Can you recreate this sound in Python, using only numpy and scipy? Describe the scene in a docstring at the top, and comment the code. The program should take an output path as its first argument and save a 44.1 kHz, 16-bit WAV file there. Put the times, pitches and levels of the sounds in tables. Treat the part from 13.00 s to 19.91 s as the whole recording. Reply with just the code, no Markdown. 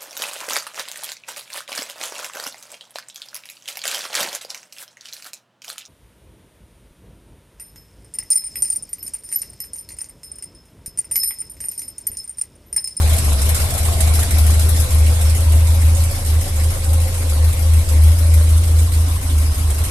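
"""A four-cylinder motorcycle idles in a cluttered garage as the microphones pass from the cylinder fins round the fairing.
Throughout, low exhaust orders hunt with the crank and drive a standing wave of the room, over a resonant roar.
At first, hard valve seatings crowd the clatter of valves, chain and gears; after two seconds they thin out
and the clatter recedes. From four seconds on, the fourth exhaust order swells while the eighth fades.
Tones follow the crank angle; shaped noise and impulses through resonances make roar, clatter and rumble."""
import sys
import numpy as np
from scipy import signal
from scipy.fft import rfft, irfft, next_fast_len
from scipy.io import wavfile
from scipy.ndimage import uniform_filter1d

SR = 44100
rng = np.random.default_rng(int(sys.argv[2]) if len(sys.argv) > 2 else 0)


def wrap_up_sound(samples):
    """Save the sound to the file named by the first command line argument, as 16-bit audio."""
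    columns = np.atleast_2d(samples).T
    # keep every value between -1 and 1, then stretch to whole-number steps
    tamed = np.clip(columns, -1, 1)
    steps = np.round(tamed * 32767).astype(np.int16)
    wavfile.write(sys.argv[1], SR, steps)


N = 304624


# Direct exhaust orders. Each row: multiple of the crank speed, pressure sign (push 1 or pull -1).
DIRECT_ORDERS = [(2, 1), (4, -1), (8, 1)]
# Their levels before weak firings soften them. Each row: time in seconds, level of each order in dB.
DIRECT_LEVELS = [(0, -29.9, -32.5, -30), (.99, -30.6, -34.5, -30.5), (1.97, -29.4, -34.5, -29.5),
                 (2.96, -27, -41, -30.8), (3.6, -26.4, -41.5, -32.3), (4.44, -27.6, -33, -34.8),
                 (5.43, -30.4, -27.7, -38.5), (5.92, -32.1, -26.2, -36.5), (6.91, -32.5, -27, -34.5)]
# Steady higher orders. Each row: multiple of the crank speed, level in dB before weak firings soften it.
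FAINT_ORDERS = [(10, -49), (12, -51), (96, -62)]
PUFF_TURN = -.426  # crank angle of the strongest exhaust puff, turns
AHEAD_TURN = .12  # the direct orders run ahead of the boom, turns
WEAK_DB_PER_RPM = .012  # a weak firing also puffs more softly


def direct_orders(turns):
    """Harmonic synthesis: periodic firing radiates tones at multiples of the crank speed."""
    out = np.zeros(N)
    for (order, sign), db in zip(DIRECT_ORDERS, curves(DIRECT_LEVELS)):
        out += sign * amp(db) * order_tone(order, turns + AHEAD_TURN)
    for order, db in FAINT_ORDERS:
        out += amp(db) * order_tone(order, turns)
    sag_rpm = np.minimum(uneven_firings()[0], 0)
    return out * amp(WEAK_DB_PER_RPM * sag_rpm)


def order_tone(order, turns):
    """Phase locking: a tone of rms 1 follows a multiple of the crank angle."""
    return np.sqrt(2) * np.cos(2 * np.pi * order * (turns - PUFF_TURN))


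# Orders that excite the room mode. Each row: multiple of the crank speed, delay in ms.
BOOMING_ORDERS = [(5, 0), (6, 0), (7, 1.9)]
# Level each would have on the resonance. Each row: time in seconds, level of each booming order in dB.
BOOM_LEVELS = [(0.0, -14.85, -11.45, -13.7), (0.49, -21.2, -6.34, -39.76), (0.99, -20.12, -15.46, -22.43),
               (1.48, -14.97, -9.98, -12.59), (1.97, -17.83, -10.52, -27.4), (2.47, -15.4, -6.73, -9.73),
               (2.96, -17.5, -8.0, -18.51), (3.46, -26.81, -6.64, -9.58), (3.95, -27.64, -8.95, -45.18),
               (4.44, -33.24, -6.28, -39.17), (4.94, -45.2, -5.35, -45.17), (5.43, -45.23, -4.79, -16.05),
               (5.92, -30.09, -7.86, -42.02), (6.42, -29.85, -12.53, -44.7), (6.91, -29.68, -15.91, -12.41)]
BOOM_HZ, BOOM_WIDTH_HZ = 77.79, 5.1
# constant added to the room mode's response, like the tail of a higher mode; the mode's peak is 1
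MODE_TAIL = -.075 + .12j


def standing_wave(turns):
    """Driven resonance: the room mode lags the hunting speed and beats with it."""
    push = np.r_[np.ones(SR), amp(uneven_firings()[1])]
    # the engine was already running for a second
    before = turns[0] + np.arange(-SR, 0) * (turns[1] - turns[0])
    running = np.r_[before, turns]
    garage = lambda hz: resonance(BOOM_HZ, BOOM_WIDTH_HZ)(hz) + MODE_TAIL
    out = np.zeros(N)
    for (order, late_ms), db in zip(BOOMING_ORDERS, curves(BOOM_LEVELS)):
        wave = filtered(push * order_tone(order, running), garage)
        start = SR - round(late_ms * SR / 1000)
        out -= amp(db) * wave[start:][:N]  # the microphones stand on the far side of the node
    return out


# Low tones between the ports. Each row: time in seconds, left-right level in dB, lag of the left in ms.
PORT_SWAY = [(0.0, 1.0, .38), (1.2, 1, .36), (2.67, 0.5, .15), (3.38, -0.5, .12), (4.87, 1.0, .12),
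             (5.7, .2, .02), (6.46, -0.5, -.15), (6.91, -0.5, -.25)]


def exhaust(turns):
    """Superposition: direct orders add to the standing wave; the ports differ in level and arrival time."""
    out = direct_orders(turns) + standing_wave(turns)
    pan_db, lag_ms = curves(PORT_SWAY)
    late, k = lag_ms * SR / 2000, np.arange(N)  # half the lag to each port, in samples
    pair = np.array([np.interp(k - late, k, out), np.interp(k + late, k, out)])
    return pair * amp([pan_db / 2, -pan_db / 2])


# Base idle speed, before uneven firings. Each row: time in seconds, crank speed in rpm.
IDLE_SPEED = [(0.0, 780.7), (0.99, 843.7), (1.97, 773.8), (2.96, 836.4), (3.95, 847.3), (4.94, 782.8),
              (5.92, 791.1), (6.91, 793.9)]
START_TURN = .164  # crank angle at time zero, turns


def crank():
    """Kinematics: the integral of speed gives crank turns at every sample."""
    rpm = curves(IDLE_SPEED)[0] + uneven_firings()[0]
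    return START_TURN + np.cumsum(rpm) / (60 * SR)


# Firings that differ from the rest. Each row: start in seconds, greatest gain or loss of speed in rpm,
# greatest change of the push on the standing wave in dB.
UNEVEN_FIRINGS = [(0.003, -39, -2.7), (0.082, 78, 1.2), (0.168, -70, -8.4), (0.244, -74, 0.7),
                  (0.319, -92, -1.1), (0.372, -78, 1.0), (0.438, 22, -6.1), (0.516, 54, -9.9),
                  (0.559, -147, -1.5), (0.601, -40, 13.0), (0.62, 230, -8.6), (0.637, 23, 7.0),
                  (0.718, 16, -11.8), (0.749, -158, 6.0), (0.776, 49, 1.7), (0.834, -5, 3.0),
                  (0.911, -49, 2.7), (0.986, -87, 5.1), (1.115, -52, 3.1), (1.169, 16, -4.2),
                  (1.279, -88, 3.4), (1.392, -55, -0.5), (1.534, -19, -1.7), (1.643, 17, 1.5),
                  (1.812, 142, -2.0), (1.875, -50, 4.4), (2.079, 36, -6.4), (2.177, -56, -0.7),
                  (2.268, 43, -2.9), (2.436, -50, -1.2), (2.633, -29, 0.6), (2.778, -64, 1.7),
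                  (2.937, -40, 1.0), (3.043, 12, -1.6), (3.129, -22, -10.5), (3.228, -108, -3.4),
                  (3.355, 21, -1.0), (3.427, -10, -5.1), (3.513, -128, -5.9), (3.691, 28, 1.4),
                  (3.777, -76, -8.2), (3.846, -46, 3.2), (3.938, -27, 1.3), (4.26, -132, -8.5),
                  (4.479, 104, 2.7), (4.541, -47, -6.4), (4.766, 77, -0.9), (4.857, -41, -4.2),
                  (5.067, 65, 1.3), (5.196, 27, 0.5), (5.366, 6, -7.8), (5.544, 56, 1.3), (5.799, 59, 2.8),
                  (5.902, -22, 0.1), (5.969, 55, 3.0), (6.135, 102, 4.2), (6.308, -66, 3.1),
                  (6.394, 8, -2.2), (6.488, -203, -1.7), (6.519, 110, 5.2), (6.656, -116, 4.1),
                  (6.767, 95, 6.9)]
KICK_S, SETTLE_S = .0511, .0389  # time constants of the pull and of the flywheel evening it out


def uneven_firings():
    """Impulse response of a flywheel: each firing briefly shifts speed (rpm) and push (dB)."""
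    u, kicks = np.arange(SR // 2) / SR, np.zeros((2, N))
    pull = (1 - np.exp(-u / KICK_S)) * np.exp(-u / SETTLE_S)
    for s, *gains in UNEVEN_FIRINGS:
        kicks[:, round(s * SR)] = gains
    return signal.fftconvolve(kicks, [pull / pull.max()], axes=1)[:, :N]


# Relative noise spectrum of the valve gear. Each row: frequency in Hz, density in dB per Hz.
METAL_SPECTRUM = [(900, -27), (1300, -0.5), (1650, -1.5), (2250, -1), (3000, -1.5), (4000, -1.5),
                  (5300, -1.5), (5800, -1.5), (6600, -1), (7500, -5.5), (10000, -6.5), (13000, -6.5),
                  (14100, -8), (14400, -36)]
# Modes of the cooling fins. Each row: centre in Hz, width in Hz, peak gain over the clatter in dB.
FIN_MODES = [(2200, 310, 3), (3560, 45, 3.5), (3950, 75, 3.5), (5310, 310, 3)]
DULL_DB, DULL_GROWS = -1, 1.33  # dull part against the mean clatter level; dB per dB of nearness
WHIRR_DB = -3  # bright part of taps and whirr, against the clatter level


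def clatter(turns):
    """Modal decay: taps ring in the fins, then hang in the garage, over a whirr grained by chain links."""
    bright_db, near_db = nearness()
    dull_db = bright_db.mean() + DULL_DB + DULL_GROWS * near_db
    ordinary, hard = taps(turns), hard_seatings()
    links = (rng.random((3, N)) < 260 / SR) * rng.exponential(size=(3, N))  # about 260 links a second

    seatings = uniform_filter1d(ordinary, size=150, axis=1)  # lifter, rocker and valve strike in a cluster
    power = .5 * dying(seatings, 0.29) + 0.091 * dying(seatings, 0.31) + 0.72
    power *= 4.7 + 0.042 * dying(links, 0.021) / dying(links, 0.083).mean()
    level_db = np.array([bright_db + WHIRR_DB, bright_db + WHIRR_DB, dull_db])
    power *= amp(2 * level_db) / power.mean(-1, keepdims=True)
    struck = uniform_filter1d(hard, size=70, axis=1, origin=25)  # a hard seating lands over a moment
    power += 0.98 * dying(struck, 0.18) + 0.21 * dying(struck, 0.028)

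    above = lambda hz: 1 / (1 + (6300 / (hz + 1)) ** 12)
    fins = lambda hz: 1 + sum((amp(db) - 1) * resonance(c, w)(hz) for c, w, db in FIN_MODES)
    bright = unit(filtered(rush(METAL_SPECTRUM, patchy_db=1.9), above))
    low = unit(filtered(rush(METAL_SPECTRUM, patchy_db=2.5), lambda hz: (1 - above(hz)) * fins(hz)))
    top = filtered(bright, lambda hz: 1 / (1 + (11800 / (hz + 1)) ** 16))

    dull = np.abs(uniform_filter1d(power[2], 300))  # low notes of a tap build up more slowly
    steady = uniform_filter1d(power[:2], SR // 4)
    # the highest notes die before the garage blurs them, so taps stand out more
    crisp = (np.abs(power[:2]) / steady) ** 0.27
    ringing = np.sqrt(np.abs(power[:2])) * (bright - top + crisp * top)
    return ringing + np.sqrt(dull) * low + contact_ticks(ordinary, hard, links, bright_db)


# Hard seatings. Each row: time in seconds, nominal peak in dB, left-right level in dB.
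HARD_SEATINGS = [(0.03, -27, -2), (0.0747, -17.5, -5), (0.1311, -13.5, 3), (0.183, -10.5, -3),
                 (0.2458, -19.5, 12), (0.2862, -18, 4), (0.3292, -17.5, -5), (0.417, -12, -3),
                 (0.455, -16, 4), (0.491, -11.5, 4), (0.5464, -10, -2), (0.6, -13.5, 0), (0.617, -16.5, 0),
                 (0.704, -15, -3), (0.7387, -17, 12), (0.779, -12, 1), (0.83, -16, -3), (0.852, -13, -2),
                 (0.9243, -16.5, 0), (1.005, -10, -6.5), (1.0736, -14, -5), (1.1373, -14.5, -3),
                 (1.192, -11, 0), (1.229, -13, 2), (1.308, -12, -2), (1.383, -12, 5.5), (1.465, -12.5, 1.0),
                 (1.504, -13.5, 3), (1.537, -16, 5), (1.595, -13, -1), (1.6897, -15.5, 14.5),
                 (1.7994, -13.5, 7.5), (1.9465, -21, 10), (2.1586, -22, -9), (2.2953, -16.5, -3),
                 (2.349, -16.5, -5), (2.4046, -21, 6), (2.5202, -17, -2), (2.67, -18.5, -10),
                 (2.9498, -22.5, -19), (2.968, -18, -4), (3.037, -17, -4), (3.248, -23, -15),
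                 (3.4111, -17.5, 2.0), (3.636, -18, -4), (3.8427, -19.5, -2), (3.9316, -16.5, 4),
                 (4.4444, -19.5, 7), (4.527, -19, 4), (4.5916, -21.5, 10), (4.735, -17.5, 1),
                 (4.8894, -15.5, -2), (5.037, -20.5, 7), (5.1876, -19, 8), (5.3383, -16.5, 4),
                 (5.4362, -23, 4), (5.576, -19, 1), (5.636, -18.5, -1), (5.787, -16.5, -2),
                 (5.919, -20, -1), (6.2124, -22, 3), (6.5452, -19.5, -1), (6.7027, -17.5, -4),
                 (6.7447, -22, 8), (6.7831, -19, 1), (6.838, -15.5, -2)]
HARD_DB, HARD_DULL_DB = -15.5, -1  # power impulse against the nominal peak; its dull part against that


def hard_seatings():
    """Impact excitation: each hard seating is an impulse of power in left, right and dull part."""
    hard = np.zeros((3, N))
    for s, db, pan_db in HARD_SEATINGS:
        part_db = np.array([pan_db / 2, -pan_db / 2, HARD_DULL_DB])
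        hard[:, round(s * SR)] = amp(2 * (db + HARD_DB + part_db))
    return hard


# Ordinary seatings in a cam cycle. Each row: cam angle in turns, relative left, right and dull levels in dB.
VALVE_SEATINGS = [(0.173, 3, -1.5, -2), (.315, -11, -24, -21), (.535, -1, 0, -4), (0.676, 5.5, 5, 1),
                  (.775, -1.5, -3, -10.5), (.915, 3.5, -14, 0.5), (.015, -18, 1, -18)]
VALVE_SCATTER_DB = 1.3  # one ordinary seating against the next
SHARP_DB = 1  # added to every tap against the whirr


def taps(turns):
    """Periodic impact: valves seat once a cam turn, giving power impulses in left, right and dull part."""
    cam, power = turns / 2, np.zeros((3, N))
    cycles = np.arange(np.ceil(cam[-1]))
    loud_at = np.array(HARD_SEATINGS)[:, 0] * SR
    for turn, *part_db in VALVE_SEATINGS:
        luck = rng.standard_normal((len(cycles), 5)).clip(-1.5, 1.5)
        at = np.searchsorted(cam, cycles + turn + 0.0095 * luck[:, 0]).clip(0, N - 1)
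        ordinary = np.abs(at[:, None] - loud_at).min(1) > SR // 100  # the hard ones are listed by themselves
        scatter_db = VALVE_SCATTER_DB * luck[:, 1] + 0.29 * luck[:, 2:].T
        power[:, at] += amp(2 * (np.c_[part_db] + scatter_db + SHARP_DB)) * ordinary
    return power


# drive of the first contacts: hard over its power impulse; ordinary and chain link over the clatter level
TICK_DB, TAP_TICK_DB, LINK_TICK_DB = 22, 5, 6


def contact_ticks(ordinary, hard, links, bright_db):
    """Contact mechanics: the first touch is a broad treble impulse ahead of the ringing."""
    contacts = amp(TICK_DB) * np.sqrt(hard[:2])
    contacts += amp(bright_db + TAP_TICK_DB) * np.sqrt(ordinary[:2])
    contacts += amp(bright_db + LINK_TICK_DB) * links[:2] / 2
    return filtered(contacts, lambda hz: resonance(12300, 7000)(hz) ** 2)


# Clatter as the microphones draw away from the fins. Each row: time in seconds, reference level in dB.
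CLATTER_LEVEL = [(0.0, -31), (0.35, -31.5), (0.6, -31.5), (1.36, -32), (2.1, -33), (2.69, -34),
                 (3.2, -34.5), (4.6, -35), (5.08, -34.5), (6.04, -35.5), (6.91, -34.5)]


def nearness():
    """Distance law by table: clatter level and how far it lies over its mean, dB."""
    db, = curves(CLATTER_LEVEL)
    return db, db - db.mean()


# Garage and case resonances. Each row: centre in Hz, nominal width in Hz, base level in dB,
# growth in dB per dB of nearness, time of the loudest spot in seconds, its spread in seconds, its swell in dB.
RING_MODES = [(129, 46, -41, 2.8, 5.9, 1.6, 5), (194, 73, -46.5, 3, 3.45, 1.54, 6.5),
              (276.7, 48, -44, 0, 5.85, 0.89, 3.5), (388, 86, -45, 1.2, 1.3, 0.66, 1),
              (479, 34, -47.5, 1.6, 5.52, 0.24, 6.5), (516, 41, -55, 2.3, 2, 0.21, 14.5),
              (552, 31, -54.5, -0.5, 2.8, 0.68, 11), (526.6, 30, -54, 1.5, 4.13, 0.7, 16.5),
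              (504, 15, -59.5, 3.5, 4.54, 0.14, 20), (578, 35, -48, 2, 5.3, 0.29, 8.5),
              (645.4, 23, -47.5, 2, 0.83, 0.58, 3), (700, 78, -49, 2, 1.06, 0.3, 8.5),
              (775, 30, -61, -5, 3.05, 0.29, 7), (781, 133, -48, 2.5, 4.06, 1.6, 5.5),
              (1072, 210, -43.5, 1.24, 6.8, 1.1, 3.5), (956, 110, -55.5, -2.5, 2.64, 0.38, 9.5)]
THROB_LAG_S_PER_KHZ = 0.016  # higher resonances throb later
BODY_PAN_DB = 0.6  # the roar leans to the left port


def body(turns):
    """Source-filter principle: silencer and crankcase roar in resonances that swell as the microphones pass."""
    throb, knock = firing_throb(turns), firing_knock(turns)
    out = np.zeros((2, N))
    t, near_db = np.arange(N) / SR, nearness()[1]
    for hz, width_hz, level_db, grows, at_s, for_s, swell_db in RING_MODES:
        db = level_db + grows * near_db + swell_db * np.exp(-.5 * ((t - at_s) / for_s) ** 2)
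        source = rush([(100, 0)], patchy_db=3.0) + knock
        roar = filtered(source, lambda f: resonance(hz, width_hz)(f) ** 1.245)
        lagged = np.roll(throb, round(THROB_LAG_S_PER_KHZ * hz * SR / 1000))
        out += amp(db + 0.75 * lagged) * unit(roar)
    return out * amp([[BODY_PAN_DB / 2], [-BODY_PAN_DB / 2]])


def firing_throb(turns):
    """Amplitude modulation: the level follows cam, crank and single firings of uneven strength."""
    throb = np.cos(np.pi * (turns - 1.9)) + 0.39 * np.cos(2 * np.pi * (turns - .3))
    fired = np.diff(np.floor(2 * (turns - .1)), prepend=0) > 0  # two firings a crank turn
    strength = amp(7.7 * rng.standard_normal(N))
    puffs = uniform_filter1d(dying(fired * strength, 0.22), size=400)
    return throb + 1.04 * unit(np.log(np.abs(puffs) / puffs.mean() + .5))


# Single hard firings. Each row: start in seconds, burst energy in dB over one sample of the roar's noise.
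HARD_FIRINGS = [(.12, 20), (.32, 28), (0.479, 17), (0.598, 28), (.885, 26), (1.187, 30), (1.37, 28),
                (1.498, 28), (2.204, 26), (4.322, 26), (5.409, 28), (6.11, 23), (6.401, 28)]
KNOCK_DB, KNOCK_HZ, KNOCK_TURN = -1.5, 380, .12  # drive before its low-pass, treble limit, crank angle in turns


def firing_knock(turns):
    """Impulsive excitation: low-passed blows at each firing, plus 5 ms noise bursts at hard ones."""
    fired = np.diff(np.floor(2 * (turns - KNOCK_TURN)), prepend=0) > 0
    blows = fired * amp(1.8 * rng.standard_normal(N))
    knock = amp(KNOCK_DB) * filtered(unit(blows), lambda hz: 1 / (1 + 1j * hz / KNOCK_HZ) ** 2)
    n = SR // 200
    for s, db in HARD_FIRINGS:
        knock[round(s * SR):][:n] += amp(db) * rng.standard_normal(n) / np.sqrt(n)
    return knock


# Relative spectrum of the rumble of uneven firing. Each row: frequency in Hz, density in dB per Hz.
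DEEP_SPECTRUM = [(12, -16), (30, 2), (42, 9), (58, 7), (72, 8), (82, 8), (95, 7), (118, 2), (135, -16),
                 (150, -50)]
DEEP_DB = -36


def deep_rumble():
    """Random process: uneven firing spreads energy between the orders as low noise."""
    return amp(DEEP_DB) * rush(DEEP_SPECTRUM, patchy_db=-3.0)


# Coherence of the two ports. Each row: frequency in Hz, left-right likeness from -1 to 1.
PORT_LIKENESS = [(30, .4), (60, 0.75), (100, 0.93), (140, .86), (200, 0.94), (370, 0.74), (680, 0.54),
                 (1250, 0.15), (2280, 0.2), (4190, -0.03), (7680, 0.01), (14100, 0.01)]


def rush(spectrum, patchy_db):
    """Partial coherence: mid and side mix shaped noise of rms 1 with patches of random gain."""
    z = signal.stft(rng.standard_normal((2, N)), nperseg=512)[2]
    field = uniform_filter1d(rng.standard_normal(z.shape[1:]), size=5, axis=0)
    field = uniform_filter1d(field, size=6, axis=1)
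    pair = signal.istft(z * amp(patchy_db * unit(field)), nperseg=512)[1][:, :N]
    turn = lambda hz: np.arccos(np.clip(along(PORT_LIKENESS, hz), -1, 1)) / 2
    shape = lambda hz: amp(along(spectrum, hz)) * [np.cos(turn(hz)), np.sin(turn(hz))]
    mid, side = filtered(pair, shape)
    return unit(np.array([mid + side, mid - side]))


def resonance(centre_hz, width_hz):
    """Damped oscillator: causal response of one mode, 1 at its centre."""
    return lambda hz: 1j * hz * width_hz / (centre_hz ** 2 - hz ** 2 + 1j * hz * width_hz)


def dying(power, t60):
    """Exponential decay: each impulse of power fades 60 dB in t60 seconds."""
    return signal.lfilter([1], [1, -amp(-120 / (t60 * SR))], power)


def filtered(x, response):
    """Convolution theorem: the spectrum of x times a complex response of frequency."""
    n = x.shape[-1]
    m = next_fast_len(n + SR)
    return irfft(rfft(x, m) * response(np.fft.rfftfreq(m, 1 / SR)), m)[..., :n]


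def amp(db):
    """Decibel law: level to amplitude ratio."""
    return 10 ** (np.asarray(db) / 20)


def unit(x):
    """Normalisation to rms 1."""
    return x / np.sqrt(np.mean(x ** 2) + 1e-20)


def along(points, hz):
    """Interpolation of (Hz, value) points on a log frequency axis."""
    f, v = np.transpose(points)
    return np.interp(np.log(hz + 1), np.log(f + 1), v)


def curves(rows):
    """Linear interpolation: one value per sample for each column after the time."""
    s, *cols = np.transpose(rows)
    return [np.interp(np.arange(N) / SR, s, c) for c in cols]


def scene():
    """Superposition of exhaust, clatter, body roar and deep rumble."""
    turns = crank()
    return exhaust(turns) + clatter(turns) + body(turns) + deep_rumble()


# Cavities of the left and right microphone ports. Each row: centre in Hz, width in Hz, peak gain in dB
# before the tilt, treble tilt in dB at the band limit.
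PORT_CAVITIES = [(10930, 970, 15, -2.5), (8560, 930, 14, -7.5)]
# Phase between the ports, which lie a little apart. Each row: frequency in Hz, lead of the left in radians.
PORT_LEAD = [(150, 0), (600, 0.1), (3530, -3.1), (7920, -15.6), (11300, -33.5), (14300, -29.7)]
TOP_HZ = 14500  # band limit


def record(dry):
    """Cavity resonance: each port adds its treble peak and tilt; nothing passes above the band limit."""
    def ports(hz):
        return np.array([(1 + (amp(db) - 1) * resonance(c, w)(hz)) * amp(tilt_db * (hz / TOP_HZ) ** 4)
                         for c, w, db, tilt_db in PORT_CAVITIES])

    spacing = lambda hz: np.exp(np.outer([.5j, -.5j], along(PORT_LEAD, hz)))
    return filtered(dry, lambda hz: ports(hz) * spacing(hz) * (hz < TOP_HZ))


dry = scene()
out = record(dry)
wrap_up_sound(out)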